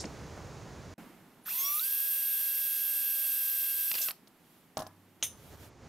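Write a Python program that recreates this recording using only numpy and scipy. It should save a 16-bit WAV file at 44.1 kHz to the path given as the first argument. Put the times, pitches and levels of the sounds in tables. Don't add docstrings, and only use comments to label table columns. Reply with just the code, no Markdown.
import sys
import numpy as np
from scipy import signal
from scipy.fft import rfft, irfft, next_fast_len
from scipy.io import wavfile
from scipy.ndimage import uniform_filter1d

SR = 44100
rng = np.random.default_rng(int(sys.argv[2]) if len(sys.argv) > 2 else 0)


def pcm_store(signal):
    levels = np.round(np.clip(np.atleast_2d(signal), -1, 1) * 32767)
    wavfile.write(sys.argv[1], SR, levels.astype(np.int16).T)


N = 259396
TIME = np.arange(N) / SR
EDGE_HZ = 15760
POWER_ON_S, SWITCH_S = 1.457, 0.016
BRAKE_S, STOP_S, BRAKE_POWER = 4.04, 4.12, 3
# start_s, end_s, level_db
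DROPOUT = (0.94, 0.98, -33)


def amp(db):
    return 10 ** (np.asarray(db) / 20)


def unit(x):
    return x / np.sqrt(np.mean(x ** 2) + 1e-20)


def curve(rows, axis=1):
    rows = np.array(rows)
    return np.interp(TIME, rows[:, 0], rows[:, axis])


def read(points, hz):
    f, value = np.transpose(points)
    return np.interp(np.log(hz + 1), np.log(f + 1), value)


def peaks(modes, hz):
    return sum(db / (1 + (2 * (hz - f) / width) ** 2) for f, width, db in modes)


def band(centre, octaves):
    def hump(hz):
        away = (np.log2((hz + 1) / centre) / octaves) ** 2
        return -20 * np.log10(1 + away) - away ** 2 / 2
    return hump


def colour(x, spectrum):
    length = x.shape[-1]
    size = next_fast_len(length, True)
    gain = amp(spectrum(np.fft.rfftfreq(size, 1 / SR)))
    return unit(irfft(rfft(x, size) * gain, size)[..., :length])


def wander(rate_hz, t=TIME, size=8192):
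    return unit(np.interp(2 * rate_hz * t, np.arange(size), rng.standard_normal(size)))


def noise_pair(side_db, size=N):
    mid, side = rng.standard_normal((2, size))
    return np.array([mid + amp(side_db) * side, mid - amp(side_db) * side])


def add(mix, s, sound):
    part = mix[:, round(s * SR):][:, :sound.shape[-1]]
    part += sound[..., :part.shape[-1]]


def burst(spectrum, t60, rise, side_db, size=8192):
    t = TIME[:size]
    shape = np.exp(-np.log(1000) * t / t60) * (1 - np.exp(-t / rise))
    return colour(noise_pair(side_db, size), spectrum) * shape / shape.max()


def puff(centre, octaves, t60, rise=.001, side_db=-8):
    return burst(band(centre, octaves), t60, rise, side_db)


def ring(modes, size=32768):
    t = TIME[:size]
    return sum(amp(db) * np.exp(-np.log(1000) * t / t60) * np.sin(2 * np.pi * hz * t) for hz, db, t60 in modes)


def held(start, end):
    return np.clip(np.minimum(TIME - start, end - TIME) / SWITCH_S + .5, 0, 1)


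def since(s):
    return np.maximum(TIME - s, 0)


def background(spectrum, gain, side_db):
    return gain * colour(noise_pair(side_db), lambda hz: read(spectrum, hz))


def surroundings():
    # frequency_hz, relative density_db
    rumble_spectrum = [(25, -18.5), (85, 1.5), (140, -2), (260, -9.5), (400, -9), (1000, -16), (1700, -21),
                       (3200, -28.5), (5500, -28), (6600, -26.5), (8200, -36.5), (15500, -47)]
    room_spectrum = [(30, -17), (90, -11.5), (160, 1.5), (240, 2), (380, -4), (480, -8.5), (650, -9.5),
                     (760, -8), (1100, -11), (2200, -16), (4000, -27), (8000, -29.5), (15500, -43)]
    air_spectrum = [(1000, -17.5), (3000, -0.5), (6000, -7.5), (9500, -5), (13000, 1), (15800, -10)]
    # start_s, end_s, first level_db, drift_db_per_s
    rumble_spans = [(0, 0.952, -44.5, -3), (5.206, 5.9, -58.5, 2.5)]
    # middle_s, length_s, low rustle_db, hiss_db
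    hand_rubs = [(4.534, 0.19, -78, -67), (5.473, 0.16, -61, -60.5), (5.532, 0.035, -49, -74),
                 (5.633, 0.076, -53, -57.5), (5.864, 0.11, -53.5, -80)]
    low_side_db = -15

    awake = TIME > DROPOUT[0]
    settling = np.exp(-since(DROPOUT[1]) / .22)
    sunk = (1 - np.exp(-since(POWER_ON_S) / .22)) * held(0, STOP_S)
    tone = awake * amp(-63.5 + 15 * settling - 6.5 * sunk)
    high = awake * amp(-70.5 + 8.5 * settling)
    low = sum(held(start, end) * amp(db + drift * since(start)) for start, end, db, drift in rumble_spans)
    for s, length, rustle_db, hiss_db in hand_rubs:
        swell = np.exp(-2 * ((TIME - s) / length) ** 2)
        low = np.hypot(low, amp(rustle_db) * swell)
        high = np.hypot(high, amp(hiss_db) * swell)
    high = high * held(0, 5.69)
    return (background(rumble_spectrum, low, low_side_db)
            + background(room_spectrum, tone, low_side_db)
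            + background(air_spectrum, high, side_db=-3.5))


def rasps(chatter=.55, chatter_hz=215):
    # start_s, level_db, centre_hz, width_octaves, t60_s
    scrapes = [(0, -38.5, 5800, .5, .13), (.04, -44.5, 2270, .65, .041), (.053, -42.5, 5500, .36, .022),
               (1.457, -52, 1540, .25, .18), (4.006, -55, 600, .3, .2), (4.0143, -34.5, 5900, .5, .14)]
    out = np.zeros((2, N))
    for s, db, centre, octaves, t60 in scrapes:
        add(out, s, amp(db) * puff(centre, octaves, t60))
    return out * (1 + chatter * np.sin(2 * np.pi * chatter_hz * TIME))


def bumps(octaves=.92, t60_s=.096):
    # start_s, level_db, centre_hz
    impacts = [(.039, -34.5, 300), (4.1, -49.5, 1090)]
    out = np.zeros((2, N))
    for s, db, centre in impacts:
        add(out, s, amp(db) * puff(centre, octaves, t60_s, side_db=-11))
    return out


def knocks(modes_db=-4, boom_db=-10):
    # start_s, thud_db, tick_db
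    strikes = [(.376, -41, -63), (4.273, -69, -53), (4.7707, -29, -32), (4.791, -48, -38.5),
               (4.8025, -36.5, -40.5), (4.82, -39.5, -42), (4.866, -45, -46)]
    # frequency_hz, level_db, t60_s
    tub_modes = [(97.2, -28, 1.6), (295, -11, .22), (637, -3, .17), (668, -3, .08), (727, 1, .08),
                 (790, -5, .05), (1025, -6, .1), (1700, -19, .23)]
    # frequency_hz, relative density_db
    boom_spectrum = [(30, -45), (70, -29), (130, -3), (330, -2), (560, -13), (700, -3.5), (1100, -1.5),
                     (1650, -13.5), (2200, -26), (8000, -45)]
    tick_spectrum = [(200, -3), (1000, -11), (2300, -7), (3700, 1), (5800, 0.5), (7300, -6), (8500, -6),
                     (11000, -3.5), (15500, -10)]
    out = np.zeros((2, N))
    for s, thud_db, tick_db in strikes:
        boom = burst(lambda hz: read(boom_spectrum, hz), t60=0.21, rise=0.0008, side_db=-19)
        tick = burst(lambda hz: read(tick_spectrum, hz), t60=0.03, rise=0.00018, side_db=-4.5)
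        add(out, s, amp(thud_db + modes_db) * ring(tub_modes))
        add(out, s, amp(thud_db + boom_db) * boom)
        add(out, s, amp(tick_db) * tick)
    return out


def squeal():
    # time_s, pitch_hz, level_db
    whistle = [(1.42, 10600, -66), (1.447, 10950, -54), (1.465, 12400, -50), (1.478, 13200, -34),
               (1.505, 13900, -53)]
    on = (TIME > whistle[0][0]) & (TIME < whistle[-1][0])
    level = uniform_filter1d(on * 1., size=100) * amp(curve(whistle, axis=2))
    stutter = 1 + .5 * wander(120)
    return level * stutter * np.sin(2 * np.pi * np.cumsum(curve(whistle)) / SR)


def braking():
    return np.minimum(since(BRAKE_S) / (STOP_S - BRAKE_S), 1)


def motor_speed(spin_up_s=.026):
    # start_s, asked speed_turns_per_s, drift_turns_per_s2
    trigger_pulls = [(1.469, 327.5, 285), (1.793, 543.4, -3.1)]
    asked = np.zeros(N)
    for s, speed, drift in trigger_pulls:
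        asked = np.where(TIME > s, speed + drift * since(s), asked)
    keep = np.exp(-1 / (spin_up_s * SR))
    return signal.lfilter([1 - keep], [1, -keep], asked) * (1 - braking() ** BRAKE_POWER)


def housing(hz):
    # frequency_hz, relative density_db
    hiss_spectrum = [(100, -39), (250, -35), (900, -34), (1500, -27.5), (1780, -28.5), (2050, -22.5),
                     (4200, -17.5), (7300, -20), (8500, -14.5), (10500, -13), (12400, -1), (13600, -1),
                     (14500, -8), (15800, -13)]
    # frequency_hz, width_hz, lift_db
    housing_modes = [(1173, 190, 6), (2663, 148, 10), (3435, 200, 7.5), (5700, 450, 5)]
    return read(hiss_spectrum, hz) + peaks(housing_modes, hz)


def brushes(turns, pole_depth=0.23, turn_depth=0.18, flutter_db=0.94):
    angle = 2 * np.pi * turns
    gate = 1 + pole_depth * np.cos(3 * angle) + turn_depth * (np.cos(angle) + np.sin(2 * angle))
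    flutter = amp(flutter_db * wander(600))
    return colour(noise_pair(side_db=-13) * gate * flutter, housing)


def whine(turns, speed, waver=0.099, strain=1.6, waver_hz=14, spread=0.57, low_cut_hz=420, count=44):
    # multiple, level_db over 1 Hz of hiss
    strong_orders = [(1, 34.7), (2, 25), (3, 39.8), (5, 22), (5.92, 25), (6, 23), (9.34, 21), (15, 34),
                     (18, 32.4), (19, 25), (21, 34.2), (23, 28), (24, 25), (27, 31.7), (30, 25), (33, 28),
                     (36, 32), (37, 30)]
    # multiple, frequency_hz, width_hz, lift_db
    swept_modes = [(3, 1170, 320, 10), (6, 2190, 320, 10), (15, 5660, 280, 13), (18, 6400, 450, 14),
                   (27, 10800, 480, 14), (30, 12000, 600, 16), (33, 12800, 1000, 10)]
    full_order = 15

    grid = np.arange(SR // 2)
    hiss = amp(housing(grid))
    response = hiss / np.linalg.norm(hiss) * (grid < EDGE_HZ) / (1 + (low_cut_hz / (grid + 1)) ** 6)
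    on = speed > 0
    t, mid, side = TIME[on], 0, 0
    lag = 1 - speed[on] / speed.max()
    play = waver + strain * lag
    strong = [(k, db - 27 * lag * min(k / full_order, 1)) for k, db in strong_orders]
    taken = np.round(strong_orders)[:, 0]
    weak = [(k, 15 + 17 * lag) for k in range(4, count) if k not in taken]
    for multiple, db in strong + weak:
        hz = multiple * speed[on]
        lift = peaks([mode for k, *mode in swept_modes if round(k) == round(multiple)], hz)
        radiated = response[np.minimum(hz.astype(int), len(grid) - 1)]
        unsteady = 1 + play * min(multiple / full_order, 1) * wander(waver_hz, t)
        gain = amp(db + lift) * radiated * unsteady
        angle = np.float32(2 * np.pi * ((multiple * turns[on] + rng.random()) % 1))
        mid += gain * np.cos(angle)
        side += gain * np.sin(angle) * spread * hz / EDGE_HZ * rng.choice([-1, 1])
    out = np.zeros((2, N))
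    out[:, on] = mid + side, mid - side
    return np.sqrt(2) * out


def gear(turns, speed, count=9, rough=0.3):
    # frequency_hz, width_hz, lift_db
    gearbox_modes = [(1350, 600, 20), (1970, 530, 10), (2590, 410, 19), (3360, 230, 18.5), (3890, 180, 28),
                     (4350, 300, 13), (4700, 160, 21)]
    level = amp(-67 + peaks(gearbox_modes, count * speed)) * held(POWER_ON_S, BRAKE_S)
    roughness = 1 + rough * wander(90)
    return np.sqrt(2) * level * roughness * np.sin(2 * np.pi * count * turns)


def rattle(speed):
    share = speed / speed.max()
    clatter = colour(noise_pair(-20), band(centre=1100, octaves=1.2))
    return amp(-52.5) * 2 * share * (1 - share) * clatter


def drill(jitter=.0004):
    catch_s, recovery_s = 3.914, 0.014
    speed = motor_speed() * (1 + jitter * wander(12))
    turns = np.cumsum(speed) / SR
    slow = np.exp(-(speed / 197) ** 2)
    caught = since(catch_s) / recovery_s
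    dip = caught * np.exp(1 - caught)
    loose = held(catch_s, STOP_S)
    hiss_gain = amp(-32 - 8 * slow - 1.5 * dip - 15 * braking() ** BRAKE_POWER)
    whine_gain = amp(-0.66 - 12 * slow - 13 * dip - 2.5 * loose + 4 * braking())
    motor = hiss_gain * (brushes(turns) + whine_gain * whine(turns, speed))
    running = held(POWER_ON_S, STOP_S - SWITCH_S / 2)
    return running * (motor + gear(turns, speed) + rattle(speed))


def clacks():
    # start_s, level_db, treble tilt_db, t60_s
    hits = [(3.9148, -24.5, 2, .014), (3.9405, -30.5, -1, .025), (3.9522, -29.5, -3, .04),
            (3.9815, -34, -8, .02), (4.0857, -30, -14, .025), (4.1085, -30, 9, .014)]
    # frequency_hz, relative density_db
    clack_spectrum = [(200, -15), (1400, -7), (2050, -9), (2750, 3), (3600, -7), (4500, 1), (6200, -13),
                      (12500, -7), (15800, -16)]
    out = np.zeros((2, N))
    for s, db, tilt_db, t60 in hits:
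        hit = burst(lambda hz: read(clack_spectrum, hz) + tilt_db * hz / EDGE_HZ, t60, rise=.0003, side_db=-10)
        add(out, s, amp(db) * hit)
    return out


def scratch(grain_db=5, grain_per_s=250):
    # start_s, end_s, level_db, centre_hz, width_octaves
    start, end, db, centre, octaves = (3.938, 4.06, -46, 4500, 1.6)
    grit = unit(amp(grain_db * wander(grain_per_s)))
    return amp(db) * held(start, end) * grit * colour(noise_pair(-10), band(centre, octaves))


def pop(bright_db=8, dull_db=-12, dull_hz=8000):
    # start_s, crack_db, crackle_db, ring_db
    s, crack_db, crackle_db, ring_db = (5.2262, -21, -31, -34.5)
    # frequency_hz, relative density_db
    crack_spectrum = [(90, -30), (300, -10.5), (1600, -14), (2700, 0.5), (3700, -0.5), (4400, -17),
                      (5500, -8), (6200, 6), (7600, -14), (8900, -6.5), (13300, -8), (15800, -22)]
    # frequency_hz, relative level_db, t60_s
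    wall_modes = [(2900, -8, .19), (3424, -9, .14), (6160, -2, .22), (6182, -7, .25), (5227, -14, .2),
                  (6720, 3, .09), (8940, -1, 0.12), (8900, -8, 0.23), (9150, -9, 0.13), (10200, -10, 0.29),
                  (10960, -13, 0.19), (11840, -14, .09), (13250, -12, .1)]

    def dull(hz):
        return read(crack_spectrum, hz) + dull_db * (hz > dull_hz)

    def bright(hz):
        return read(crack_spectrum, hz) + bright_db * hz / EDGE_HZ

    out = np.zeros((2, N))
    add(out, s, amp(crack_db) * burst(dull, t60=0.017, rise=0.00019, side_db=-17))
    add(out, s, amp(crackle_db) * burst(bright, t60=0.13, rise=0.0053, side_db=-11))
    add(out, s, amp(ring_db) * ring(wall_modes))
    return out


def room(x, size=20000):
    # frequency_hz, t60_s
    decay_times = [(200, 0.32), (1500, 0.21), (6000, 0.32), (14000, 0.19)]
    noise = rng.standard_normal((2, size)) * (TIME[:size] > .004)
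    hz, t, z = signal.stft(noise, SR, nperseg=256)
    decay = np.exp(-np.log(1000) * t / read(decay_times, hz)[:, None])
    tail = signal.istft(z * decay, SR, nperseg=256)[1]
    return signal.fftconvolve(x, tail / np.linalg.norm(tail[0]), axes=1)[:, :N]


def narrow(pair, corner_hz=4500, low_share=0.18):
    mid, side = (pair[0] + pair[1]) / 2, (pair[0] - pair[1]) / 2
    low = signal.sosfilt(signal.butter(1, corner_hz, fs=SR, output="sos"), side)
    side = side - (1 - low_share) * low
    return np.array([mid + side, mid - side])


def late_treble(x, split_hz=7900, late_s=.0052):
    low = signal.oaconvolve(x, signal.firwin(401, split_hz, fs=SR)[None], "same", axes=1)
    add(low, late_s, x - low)
    return low


def scene(drill_room_db=-17, can_room_db=-15):
    tool = drill() + rasps() + scratch() + bumps() + clacks() + squeal()
    can = knocks() + pop()
    wet = room(amp(drill_room_db) * tool + amp(can_room_db) * can)
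    lean = amp([[-1], [.9]])
    return narrow(tool * lean + wet) + surroundings() * lean + can


def record(dry):
    start, end, db = DROPOUT
    gain = uniform_filter1d(np.where((TIME > start) & (TIME < end), amp(db), 1), size=60)
    low_pass = signal.firwin(801, EDGE_HZ, window=("kaiser", 9), fs=SR)[None]
    return signal.oaconvolve(late_treble(dry) * gain, low_pass, "same", axes=1)


dry = scene()
out = record(dry)
pcm_store(out)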